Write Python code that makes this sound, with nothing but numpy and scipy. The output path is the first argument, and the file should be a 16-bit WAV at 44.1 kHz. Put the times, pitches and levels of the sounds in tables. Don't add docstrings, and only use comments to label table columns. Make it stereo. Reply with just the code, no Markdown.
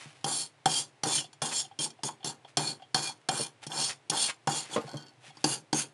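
import sys
import numpy as np
from scipy import signal
from scipy.fft import rfft, irfft
from scipy.io import wavfile

SR = 44100
rng = np.random.default_rng(int(sys.argv[2]) if len(sys.argv) > 2 else 0)


def master_out(mix):
    frames = np.transpose(np.atleast_2d(mix))
    ceiling = np.clip(frames, -1, 1)
    pcm = np.round(ceiling * 32767).astype(np.int16)
    wavfile.write(sys.argv[1], SR, pcm)


N = 261513
SIZE = 16384
FREQS = np.arange(SIZE // 2 + 1) * SR / SIZE
AGE = np.arange(SIZE) / SR
TIME = np.arange(N) / SR

# pitch_hz, width_hz, over_broad_rasp_db (nominal)
BELL_MODES = [(2410, 30, 11), (2830, 32, 11), (3200, 22, 16), (3325, 30, 14), (3470, 55, 14),
              (4230, 40, 10), (4370, 75, 14), (4610, 40, 13), (5350, 110, 12), (6080, 80, 7), (6400, 40, 7),
              (6730, 50, 14), (7070, 44, 13), (7430, 55, 13), (8220, 55, 9), (9170, 110, 12),
              (9740, 60, 11), (9940, 45, 11), (10100, 35, 8)]
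# pitch_hz, width_hz, over_broad_response_db
BENCH_MODES = [(128, 16, 8), (149, 19, 15.5), (222, 24, 11), (320, 42, 10), (395, 40, 4), (525, 35, 6),
               (583, 25, 6)]
# pitch_hz, gain_db
WOOD_COLOUR = [(25, -35), (82, -33), (118, -6), (152, 0), (190, -13), (218, -4), (340, -3), (410, -2),
               (600, -9), (1200, -28), (4000, -60)]
# from_s, to_s
LOOSE_TIME = (4.7, 5.35)


def undb(db):
    return 10 ** (np.asarray(db) / 20)


def level(x, db=0, size=None):
    return x * undb(db) / np.sqrt(np.mean(x[:size] ** 2))


def add(out, start_s, x):
    i = max(int(start_s * SR), 0)
    out[i:i + len(x)] += x[:len(out) - i]


def body(x, colour, modes=(), scatter_db=0):
    hz, db = np.transpose(colour)
    power = np.ones(len(FREQS))
    for pitch_hz, width_hz, peak_db in modes:
        strength = undb(peak_db + scatter_db * rng.standard_normal()) ** 2
        power += strength / (1 + (2 * (FREQS - pitch_hz) / width_hz) ** 2)
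    broad = undb(np.interp(np.log(FREQS + 1), np.log(hz), db))
    gain = broad * np.sqrt(power)
    cepstrum = irfft(np.log(gain))[:SIZE // 2]
    cepstrum[1:] *= 2
    response = irfft(np.exp(rfft(cepstrum, SIZE)))[:SIZE // 2]
    return signal.fftconvolve(x, response)[:len(x)]


def snags(size, per_s, spread_db):
    happens = rng.random(size) < per_s / SR
    sign = rng.choice([-1, 1], size)
    strength = undb(spread_db * np.minimum(rng.standard_normal(size), 2))
    return happens * sign * strength


def flutter(size, rate):
    return np.interp(np.arange(size) / SR * rate, np.arange(size), rng.standard_normal(size))


def burst(rise_s, fall_s):
    return (1 - np.exp(-(AGE / rise_s) ** 2)) * np.exp(-AGE / fall_s)


def room_tone():
    # pitch_hz, gain_db
    tone_colour = [(25, -23), (60, -59), (100, 5), (135, 11), (190, -11.5), (300, 1.5), (500, -4),
                   (780, -1.5), (1200, -7.5), (2200, -7.5), (3500, -12.5), (6500, -20), (10200, -22),
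                   (11700, -57)]
    return level(body(rng.standard_normal(N), tone_colour), -62.5)


def swishes():
    # centre_s, half_length_s (standard deviation of the swell), level_db
    rubs = [(0.0, 0.059, -49.5), (0.145, 0.12, -61.5), (1.186, 0.0063, -40.5), (1.523, 0.0085, -35.5),
            (2.495, 0.014, -58.5), (3.216, 0.0018, -60), (3.639, 0.011, -47), (3.908, 0.014, -36.5),
            (4.295, 0.011, -33), (4.723, 0.12, -51), (5.27, 0.029, -53), (5.44, 0.051, -55.5)]
    # pitch_hz, gain_db
    dust_colour = [(200, -11.5), (700, -2), (1500, -0.5), (2400, 1), (3600, -2.5), (7000, -8.5),
                   (10500, -9.5), (12000, -48)]
    swell = sum(undb(db) * np.exp(-((TIME - centre_s) / half_s) ** 2 / 2) for centre_s, half_s, db in rubs)
    crumbs = snags(N, per_s=4000, spread_db=4) * undb(2 * flutter(N, rate=70))
    return swell * level(body(crumbs, dust_colour))


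def bumps():
    # start_s, level_db
    pushes = [(0.057, -47.5), (0.399, -58), (1.17, -48), (2.716, -56), (3.404, -40.5), (4.846, -43),
              (4.945, -36), (5.281, -55)]
    out = np.zeros(N)
    for start_s, db in pushes:
        add(out, start_s, level(body(burst(0.0013, 0.0051), WOOD_COLOUR, BENCH_MODES), db, size=900))
    return out


def bell_at(time_s):
    # from_s, to_s
    edge_time = (2.5, 3.55)
    # pitch_hz, width_hz, over_broad_rasp_db (nominal)
    edge_modes = [(1550, 80, 14), (2410, 30, 18), (3200, 30, 14), (4340, 90, 17)]
    # pitch_hz, width_hz, over_broad_rasp_db (nominal)
    loose_modes = [(1480, 9.1, 34), (3177, 12, 24), (3210, 15, 25), (4260, 26, 25), (4510, 24, 27),
                   (5430, 18, 10), (5780, 14, 10), (6270, 18, 17)]
    # pitch_hz, width_hz, over_broad_rasp_db (nominal)
    face_modes = [(1540, 280, 15.5), (2630, 450, 12), (4690, 190, 19), (6430, 190, 14.5)]
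    if edge_time[0] < time_s < edge_time[1]:
        return BELL_MODES + edge_modes
    if LOOSE_TIME[0] < time_s < LOOSE_TIME[1]:
        return BELL_MODES + loose_modes
    return BELL_MODES + face_modes if time_s > LOOSE_TIME[1] else BELL_MODES


def support_at(time_s):
    # pitch_hz, width_hz, over_broad_response_db
    side_modes = [(220, 8, 20.5), (307, 24, 25), (446, 20, 1), (580, 120, 17)]
    return BENCH_MODES + side_modes if time_s > LOOSE_TIME[0] else BENCH_MODES


def clack(db, pitch_hz, ring_db=9):
    # pitch_hz, gain_db
    clack_colour = [(250, -22), (550, -8), (650, -13), (750, 1), (890, -1), (1020, -7), (1250, -9),
                    (1550, -8), (2000, -17), (4000, -30), (11000, -50)]
    blow = snags(SIZE, per_s=5300, spread_db=1.5) * burst(0.0016, 0.0042)
    return level(body(blow, clack_colour, [(pitch_hz, 70, ring_db)]), db - 9.0, size=450)


def thud(db, modes, rattle=.07):
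    push = np.exp(-AGE / 0.0011)
    push = push + rattle * burst(0.0022, 0.011) * rng.standard_normal(SIZE)
    return level(body(push, WOOD_COLOUR, modes), db - 0.9, size=700)


def contacts(crest_db=16.0):
    # start_s, clash_peak_db, clack_db, thud_db (nominal), clack_pitch_hz, strongest_ring_hz
    landings = [(0.2415, -15.5, -23.5, -35.5, 783, 3220), (0.6559, -10.5, -11, -30.5, 763, 4260),
                (1.0327, -13.5, -23.5, -36.5, 790, 5850), (1.3285, -38.5, -50, -74, 710, 4470),
                (1.4168, -16.5, -24, -41, 676, 6100), (1.7878, -16.5, -42, -42.5, 1040, 3480),
                (1.9015, -34.5, -50, -70, 750, 5470), (2.0321, -18, -29, -40.5, 870, 4800),
                (2.2434, -19, -33.5, -39.5, 705, 4640), (2.5692, -8.5, -20, -35.5, 713, 3120),
                (2.9433, -7.5, -19.5, -34, 760, 4320), (3.2861, -12, -19.5, -35.5, 693, 4260),
                (3.6247, -52, -43, -80, 850, 2800), (3.6649, -25, -40.5, -40.5, 674, 5560),
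                (4.0965, -10, -29, -40, 825, 5470), (4.4709, -18.5, -16, -29, 790, 3200),
                (4.968, -29, -52, -52, 830, 4470), (5.3681, -37.5, -45, -57, 1080, 5360),
                (5.4405, -8, -19, -26, 903, 4660), (5.7274, -13, -19.5, -26.5, 860, 4370)]
    # pitch_hz, gain_db
    clash_colour = [(900, -13), (2000, -9.5), (3200, 1), (3800, -2), (4500, 0.5), (6000, 5.5), (7000, -5.5),
                    (7800, 0), (10400, -3), (11100, -11), (11900, -33)]
    out = np.zeros(N)
    for start_s, peak_db, clack_db, thud_db, clack_hz, ring_hz in landings:
        shower = snags(SIZE, per_s=14000, spread_db=1) * burst(0.0013, 0.0057)
        modes = bell_at(start_s) + [(ring_hz, 70, 13)]
        clash = body(shower, clash_colour, modes, scatter_db=3.5)
        add(out, start_s + 0.00055, level(clash, peak_db - crest_db, size=660))
        add(out, start_s + 0.001165, clack(clack_db, clack_hz))
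        add(out, start_s + 0.002, thud(thud_db, support_at(start_s)))
    return out


def effort(length_s, swell_db):
    fastest, slowing_db = 0.68, 12
    along = np.minimum(AGE / length_s, 1)
    rising_db = -swell_db * (1 - along / fastest) ** 2
    slowing = -slowing_db * ((along - fastest) / (1 - fastest)) ** 2
    speed_db = np.where(along < fastest, rising_db, slowing)
    lifted_s = np.maximum(AGE - length_s, 0)
    landing_db = 9 * np.exp(-AGE / 0.02)
    rasp_db = speed_db - 432 * lifted_s
    grind_db = -103 * AGE - 265 * lifted_s
    rumble_db = landing_db - 91 * AGE - 122 * lifted_s
    return rasp_db, grind_db, rumble_db


def wires(count=26, width_hz=28, ring_db=9):
    return [(pitch_hz, width_hz, ring_db) for pitch_hz in rng.uniform(4000, 10500, count)]


def travel(tips, modes, bright_db, count=7):
    # pitch_hz, gain_db
    rasp_colour = [(900, -7.5), (1900, -9), (3000, -4), (4000, -1.5), (5000, -2), (7400, -0.5), (7900, -5),
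                   (8500, 2.5), (10000, -1.5), (10600, -1.5), (11400, -10), (11900, -25)]
    colour = [(hz, db + np.interp(hz, [7000, 11000], [0, bright_db])) for hz, db in rasp_colour]
    place = AGE / AGE[-1] * (count - 1)
    out = np.zeros(SIZE)
    for k in range(count):
        nearness = np.sqrt(np.clip(1 - abs(place - k), 0, 1))
        out += body(tips * nearness, colour, modes + wires(), scatter_db=5.0)
    return out


def scrubbing(most_per_s=8000, lightest=.2, firm_db=-31.0):
    # start_s, length_s, bite_s (time to take hold), swell_db, full_speed_rasp_db, grind_db,
    # rumble_db (nominal, before the stroke's course), strongest_ring_hz, extra_tip_brightness_db
    strokes = [(0.258, 0.19, 0.0053, 8, -31, -37, -41, 9730, 1),
               (0.670, 0.16, 0.0025, 7, -29.5, -37, -39.5, 4700, -1.5),
               (1.045, 0.17, 0.015, 9.5, -28.5, -34, -36, 6900, -2.5),
               (1.421, 0.097, 0.005, -2, -34.5, -37, -43, 3470, -3),
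               (1.503, 0.13, 0.032, 12, -31, -43, -47, 7400, -2.5),
               (1.793, 0.077, 0.008, 10, -31, -45.5, -43, 3120, -0.5),
               (2.042, 0.055, 0.0044, 6, -34, -44.5, -43.5, 4450, 0),
               (2.253, 0.066, 0.004, -8, -38.5, -45, -43.5, 4470, -1),
               (2.578, 0.150, 0.0029, 1.5, -34, -36.5, -36, 9670, -1),
               (2.957, 0.154, 0.0024, -3.5, -34.5, -36.5, -40.5, 4370, -2.5),
               (3.303, 0.16, 0.015, 3, -34, -35, -39, 3120, 0.5),
               (3.688, 0.22, 0.12, 8.5, -29, -29.5, -35.5, 5440, -4.5),
               (4.110, 0.18, 0.0085, 19, -27, -33, -41, 3540, -4.5),
               (4.485, 0.14, 0.0043, 8, -31.5, -35.5, -40, 6970, -3.5),
               (4.687, 0.075, 0.065, 21, -37, -38.5, -41, 3340, -4),
               (4.805, 0.018, 0.0045, -4, -56, -48, -58, 4550, -7),
               (4.862, 0.26, 0.09, -27.5, -58.5, -43.5, -42, 4510, -14),
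               (5.452, 0.11, 0.0024, 5, -31, -39, -37, 6550, 7.5),
               (5.742, 0.094, 0.0033, 6.5, -30, -42, -39, 7750, 6.5)]
    # pitch_hz, gain_db
    grind_colour = [(300, -22), (540, -6), (650, -11), (740, 2), (890, 2), (1100, -6), (1300, -8),
                    (1600, -7), (2000, -16), (3200, -26)]
    out = np.zeros(N)
    for start_s, length_s, bite_s, swell_db, rasp_db, grind_db, rumble_db, ring_hz, bright_db in strokes:
        speed, weight, shake = effort(length_s, swell_db)
        touch = np.minimum(AGE / bite_s, 1)
        grip = flutter(SIZE, rate=110)
        firmness = np.clip(undb(1.1 * (rasp_db - firm_db)), 0, 1)
        pressure = firmness * np.clip(undb(speed), lightest, 1)
        clicks = snags(SIZE, per_s=most_per_s * pressure, spread_db=4.6)
        tips = clicks / np.sqrt(pressure) * undb(1.3 * grip)
        modes = bell_at(start_s) + [(ring_hz, 49, 15.5)]
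        rasp = level(travel(tips, modes, bright_db), rasp_db + speed)
        scrapes = snags(SIZE, per_s=2000, spread_db=1.0) * undb(0.8 * grip)
        grind = level(body(scrapes, grind_colour), grind_db + weight)
        judder = snags(SIZE, per_s=1200, spread_db=-2.5)
        rumble = level(body(judder, WOOD_COLOUR, BENCH_MODES), rumble_db + shake)
        add(out, start_s, touch * (rasp + grind + rumble))
    return out


def clinks():
    # start_s, ring_db, clack_db (nominal peak), ring_hz, clack_pitch_hz
    light_knocks = [(1.178, -33, -60, 3010, 760), (1.242, -50, -41, 4140, 694),
                    (1.650, -51, -44, 3130, 776), (1.711, -63, -41, 3200, 796),
                    (1.86, -61, -34.5, 4400, 825), (1.988, -68, -44, 2800, 700),
                    (2.087, -69, -26.5, 4500, 976), (2.126, -67, -48, 3420, 890),
                    (2.203, -65, -50, 3200, 790), (2.229, -52, -44, 3210, 726),
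                    (2.298, -53, -36.5, 4440, 870), (2.447, -55, -40, 3220, 680),
                    (2.796, -67, -48, 3260, 770), (2.820, -56.5, -38, 3200, 694),
                    (2.957, -50, -28, 4320, 880), (3.090, -67, -33.5, 4400, 870),
                    (3.295, -46, -22, 3230, 800), (3.717, -40, -53, 3190, 910),
                    (4.734, -39.5, -37, 3380, 835), (4.875, -57, -37.5, 4300, 695),
                    (5.03, -65, -75, 3250, 864), (5.24, -66, -49, 4600, 700),
                    (5.302, -58, -45.5, 4250, 724)]
    # pitch_hz, gain_db
    clink_colour = [(1000, -26), (2400, -15), (2900, -1), (3400, 0), (3900, -12), (4500, -10), (5500, -21),
                    (10000, -28), (11900, -50)]
    out = np.zeros(N)
    for start_s, ring_db, clack_db, ring_hz, clack_hz in light_knocks:
        chatter = rng.standard_normal(SIZE) * burst(0.00056, 0.0093)
        ring = body(chatter, clink_colour, BELL_MODES + [(ring_hz, 45, 20)])
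        add(out, start_s, level(ring, ring_db, size=660))
        add(out, start_s, clack(clack_db, clack_hz, ring_db=18.5))
    return out


def tumbling():
    # start_s, level_db, brightness_hz (low-pass corner of the blow)
    knocks = [(3.398, -36, 400), (4.762, -25.5, 1810), (4.769, -30.5, 1390), (4.78, -29.5, 1450),
              (4.84, -45.5, 800), (4.87, -59, 900), (4.941, -41, 900), (4.954, -48, 350)]
    # pitch_hz, gain_db
    knock_colour = [(30, -48), (100, -4), (200, -1), (600, 0), (1400, -5.5), (2500, -4.5), (6000, 3),
                    (11000, -44)]
    # pitch_hz, width_hz, over_broad_knock_db
    hollow_modes = [(226, 16, 14), (310, 30, 9), (458, 34, 14), (520, 34, 14), (587, 22, 14), (680, 25, 8),
                    (802, 22, 9), (1066, 30, 16), (1217, 26, 10)]
    out = np.zeros(N)
    for start_s, db, bright_hz in knocks:
        blow = np.exp(-AGE / .00006) + 0.24 * np.exp(-AGE / 0.009) * rng.standard_normal(SIZE)
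        lowpass = signal.butter(2, bright_hz, fs=SR, output="sos")
        soft = signal.sosfilt(lowpass, blow)
        add(out, start_s, level(body(soft, knock_colour, hollow_modes), db, size=800))
    return out


def workshop(x, t60_s=0.12, wet_db=-15, low_hz=400, damp_hz=5000):
    tail = rng.standard_normal(SIZE) * undb(-60 * AGE / t60_s) * (AGE > .005)
    band = signal.butter(1, [low_hz, damp_hz], "bandpass", fs=SR, output="sos")
    tail = signal.sosfilt(band, tail)
    tail = tail / np.sqrt(np.sum(tail ** 2))
    return x + undb(wet_db) * signal.fftconvolve(x, tail)[:N]


def scene():
    tone = room_tone()
    sources = swishes() + bumps() + contacts() + scrubbing() + clinks() + tumbling()
    mono = workshop(sources) + tone
    return np.array([mono, mono])


def record(dry):
    highpass = signal.butter(1, 90, "highpass", fs=SR, output="sos")
    thin = signal.sosfilt(highpass, dry)
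    lowpass = signal.ellip(8, .2, 70, 11700, fs=SR, output="sos")
    return signal.sosfilt(lowpass, thin)


dry = scene()
out = record(dry)
master_out(out)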